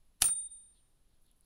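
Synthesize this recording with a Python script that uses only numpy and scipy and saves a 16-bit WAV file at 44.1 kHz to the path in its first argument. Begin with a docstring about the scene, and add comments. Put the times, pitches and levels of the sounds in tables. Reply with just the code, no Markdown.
"""A sharp, rattling clack: one key stroke on a portable typewriter, close up in a quiet room.
The typebar slaps the platen, the carriage steps on and the linkage rattles back to rest, each blow
cracking, knocking the casing and ringing the frame. Tripped by the carriage, the small margin bell
rings out high and wavering. A few tiny ticks and faint, far chirps sit in the room's hiss."""
import sys
import numpy as np
from scipy import signal
from scipy.fft import rfft, irfft, next_fast_len
from scipy.io import wavfile

SR = 44100
rng = np.random.default_rng(int(sys.argv[2]) if len(sys.argv) > 2 else 0)


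def transcribe(signal):
    """Save signal, clipped to [-1, 1], as a 16-bit WAV file at the path in sys.argv[1]."""
    frames = np.atleast_2d(signal).T
    limited = np.clip(frames, -1, 1)
    pcm = np.round(limited * 32767).astype(np.int16)
    wavfile.write(sys.argv[1], SR, pcm)


N = 63945

# The blows of the key action. Each row: start in seconds, crack level in dB, contact decay in seconds,
# treble tilt in dB per octave, casing knock level in dB.
KEY_BLOWS = [(0.2031, -56, 0.023, 3.5, -66), (0.2107, -43, 0.011, 8.5, -62), (0.2162, -32, 0.011, 1, -56.5),
             (0.2205, -12, 0.002, -0.57, -33), (0.2232, -21, 0.0033, -1.5, -34),
             (0.2273, -23, .003, 5, -46), (0.2325, -35, .004, 5, -49.5), (0.2405, -28.5, 0.0062, 2, -38),
             (0.251, -37.5, .004, 0, -49.5), (0.2562, -29.5, .005, 6.5, -45),
             (0.265, -39.5, 0.0072, 3, -54.5), (0.2788, -40.5, .008, 1, -53),
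             (0.285, -44.5, .007, 4, -46.5), (0.2955, -44.5, 0.0011, 4, -44.5)]
# The bright crack of metal on metal and platen. Each row: frequency in Hz, relative level in dB.
CRACK_SPECTRUM = [(40, -7.5), (130, -8), (260, -15.5), (480, -20), (780, -4.5), (1000, -16.5), (1270, -6.5),
                  (2000, -11.5), (2900, 0.5), (4800, -2), (5750, 2), (6500, -0.5), (9200, -0.5), (10400, 9),
                  (11500, 1), (13500, -10.5), (15500, -14), (16500, -28)]
# The hollow knock of the casing. Each row: frequency in Hz, relative level in dB.
CASING_SPECTRUM = [(40, -5), (95, 1.5), (135, 8.5), (240, -9), (550, -15.5), (780, -3.5), (980, -7.5),
                   (1280, 1.5), (1550, -5.5), (2000, -8), (2500, -7), (4000, -22), (12000, -46.5)]
# The ring of frame, typebar and springs. Each row: pitch in Hz, relative level in dB, T60 in seconds.
FRAME_MODES = [(446, -47.5, .5), (804.6, -26, .06), (2524, -22.5, 0.053), (2655, -23.5, 0.055),
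               (3015, -19.5, .06), (3524, -20, 0.02), (4486, -19, .06), (5800, -10, .035), (7255, -16, .1),
               (8880, -22, 0.19), (9640, -17.5, .12), (10210, -17, 0.1), (10400, -15, .09),
               (10520, -15.5, 0.15), (9940, -19.5, .11), (10800, -20, 0.24)]
# The bell's partials. Each row: pitch in Hz, relative level in dB, T60 in seconds, attack in seconds.
BELL_MODES = [(3688, -28, .87, .015), (3721, -35, .97, .015), (3766, -40, .8, .015), (9022.5, 0, .68, .001),
              (9079, -20, .4, .001), (15601, -15, .18, .0005), (15640, -22, .1, .0005)]
# The waver on the bell's high partials. Each row: time in seconds, gain in dB.
BELL_WAVER = [(.243, -0.5), (.261, 2), (.29, -3), (.322, 3.5), (0.34, -1.5), (.347, -10.5), (0.355, -2),
              (.39, 2.5), (0.425, -1), (0.469, 3), (.487, -18.5), (.5, -12.5), (0.519, 2.5), (.61, 1.5),
              (.645, 2), (.72, 2.5), (.76, -4.5), (.8, 1.5)]
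# Ticks and scrapes of the settling mechanism. Each row: start in seconds, level in dB, decay in seconds.
SETTLING_TICKS = [(1.215, -74, 0.028), (1.2643, -63, 0.0018), (1.3135, -60.5, 0.002), (1.361, -74.5, .02),
                  (1.4092, -55, .001), (1.4445, -67, 0.0019)]
# The thin tone of those ticks. Each row: frequency in Hz, relative level in dB.
TICK_SPECTRUM = [(1000, -27), (5000, -19), (8000, -7), (10500, 10.5), (13000, -3.5), (16000, -12.5)]
# Far, falling chirps. Each row: start and length in seconds, first and last pitch in Hz, level in dB.
FAR_CHIRPS = [(0.729, .1, 4273, 3200, -75.5), (1.08, 0.12, 4278, 3500, -84), (1.234, .11, 4410, 3017, -78),
              (1.416, 0.055, 4390, 4200, -83)]
# The warm tone of the room's echo. Each row: frequency in Hz, relative level in dB.
ECHO_SPECTRUM = [(60, 4.5), (400, 10.5), (1500, -3), (5000, -3.5), (10000, -4.5), (16000, -7.5)]
# The room's rumble and hiss. 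Each row: frequency in Hz, relative level in dB.
ROOM_TONE_SPECTRUM = [(20, 5), (45, -2.5), (90, -13), (190, -18.5), (250, -20.5), (500, -27.5), (1000, -31),
                      (2200, -36.5), (3800, -33.5), (6000, -39), (8800, -38.5), (10500, -27.5),
                      (12500, -43.5), (15000, -40), (16000, -57.5)]

FRAME_DB = -7  # the frame's ring, against each blow's level
CONTACT_RISE_SHARE = 0.051  # a contact's attack as a share of its decay
THUMP_START_S, THUMP_LENGTH_S, THUMP_DB = 0.2203, 0.0067, -38.5
BELL_START_S, BELL_DB, WAVER_ABOVE_HZ = 0.2416, -22.5, 6000
CLAPPER_HZ, CLAPPER_T60_S, CLAPPER_DB = 1333, 0.043, -37
CHIRP_BLUR_HZ = 570
ECHO_DELAY_S, ECHO_T60_S, ECHO_DB = 0.0065, 0.22, -16.5
ROOM_TONE_DB = -67
HIGH_CUT_HZ = 16500


def key_action():
    """Each blow cracks, knocks on the casing and sets the frame and springs ringing."""
    out = np.zeros(N)
    for start, crack_db, decay, tilt_db, knock_db in KEY_BLOWS:
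        crack = colour(contact(start, decay), CRACK_SPECTRUM, tilt_db)
        knock = colour(contact(start, decay), CASING_SPECTRUM)
        age = since(start)
        frame = sum(undb(db) * ring(age, hz, t60) for hz, db, t60 in FRAME_MODES)
        out += undb(crack_db) * (crack + undb(FRAME_DB) * frame) + undb(knock_db) * knock
    return out


def platen_thump():
    """The platen takes the blow: one soft half-sine push puts weight under the clack."""
    progress = np.minimum(since(THUMP_START_S) / THUMP_LENGTH_S, 1)
    return -undb(THUMP_DB) * np.sin(np.pi * progress)


def margin_bell():
    """Three clusters of close partials beat; the high ones waver as they fade."""
    age = since(BELL_START_S)
    waver_times, waver_db = np.array(BELL_WAVER).T
    waver = undb(np.interp(since(0), waver_times, waver_db))
    out = np.zeros(N)
    for hz, db, t60, attack in BELL_MODES:
        partial = undb(db) * ring(age, hz, t60) * (1 - np.exp(-age / attack))
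        out += partial * (waver if hz > WAVER_ABOVE_HZ else 1)
    return undb(BELL_DB) * out


def bell_clapper():
    """The bell's hammer gives a short tock as it strikes."""
    return undb(CLAPPER_DB) * ring(since(BELL_START_S), CLAPPER_HZ, CLAPPER_T60_S)


def settling_ticks():
    """Light metal parts tick and scrape as they settle after the stroke."""
    touches = sum(undb(db) * contact(start, decay) for start, db, decay in SETTLING_TICKS)
    return colour(touches, TICK_SPECTRUM)


def far_chirps():
    """Falling chirps blurred by distance, perhaps a bird outside."""
    lowpass = signal.butter(2, CHIRP_BLUR_HZ, fs=SR, output="sos")
    blur = unit(signal.sosfilt(lowpass, rng.standard_normal(N)))  # smears each tone into a breathy band
    out = np.zeros(N)
    for start, length, from_hz, to_hz, db in FAR_CHIRPS:
        progress = np.minimum(since(start) / length, 1)
        hz = from_hz + (to_hz - from_hz) * progress
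        glide = np.sin(2 * np.pi * np.cumsum(hz) / SR)
        swell = np.sin(np.pi * progress)
        out += undb(db) * swell * blur * glide
    return out


def room_echo(source):
    """A small furnished room answers with a short, diffuse tail."""
    tail = noise(ECHO_SPECTRUM) * burst(ECHO_DELAY_S, ECHO_T60_S / np.log(1000))
    tail /= np.sqrt(np.sum(tail ** 2))
    return undb(ECHO_DB) * signal.fftconvolve(source, tail)[:N]


def room_tone():
    """A steady bed of low rumble and faint hiss."""
    return undb(ROOM_TONE_DB) * noise(ROOM_TONE_SPECTRUM)


def contact(start, decay):
    """A brief flurry of tiny impacts that builds up fast and dies away."""
    attack = 1 - np.exp(-since(start) / (CONTACT_RISE_SHARE * decay))
    return attack * burst(start, decay) * rng.standard_normal(N)


def ring(age, hz, t60):
    """One ringing mode, fading by 60 dB in t60 seconds."""
    return np.sin(2 * np.pi * hz * age) * np.exp(-np.log(1000) * age / t60)


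def burst(start, decay):
    """An envelope that jumps up and dies away."""
    age = since(start)
    return (age > 0) * np.exp(-age / decay)


def noise(spectrum):
    """Steady coloured noise of rms 1."""
    return unit(colour(rng.standard_normal(N), spectrum))


def colour(x, spectrum, tilt_db=0):
    """A unit-power EQ drawn through (Hz, dB) points, with a tilt per octave."""
    size = 2 * next_fast_len(N)
    octave = np.log2(np.maximum(np.arange(size // 2 + 1) * SR / size, 1))
    hz, db = np.array(spectrum).T
    gain = unit(undb(np.interp(octave, np.log2(hz), db) + tilt_db * octave))
    # Minimum phase keeps attacks crisp: nothing rings ahead of a hit.
    cepstrum = irfft(np.log(gain))[:size // 2]
    cepstrum[1:] *= 2
    response = np.exp(rfft(cepstrum, size))
    return irfft(rfft(x, size) * response)[:N]


def since(start):
    """Seconds since a moment, zero before it."""
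    return np.maximum(np.arange(N) / SR - start, 0)


def undb(db):
    """Decibels to gain."""
    return 10 ** (np.asarray(db) / 20)


def unit(x):
    """Scale to rms 1."""
    return x / np.sqrt(np.mean(x ** 2))


def scene():
    """The mono mix: the stroke with its echo, the bell dry on top, chirps and room tone behind."""
    stroke = key_action() + platen_thump() + bell_clapper() + settling_ticks()
    return (stroke + room_echo(stroke) + margin_bell() + far_chirps() + room_tone())[None]


def record(dry):
    """A steep high cut takes off the very top."""
    return signal.sosfilt(signal.ellip(8, 0.2, 70, HIGH_CUT_HZ, fs=SR, output="sos"), dry)


dry = scene()
out = record(dry)
transcribe(out)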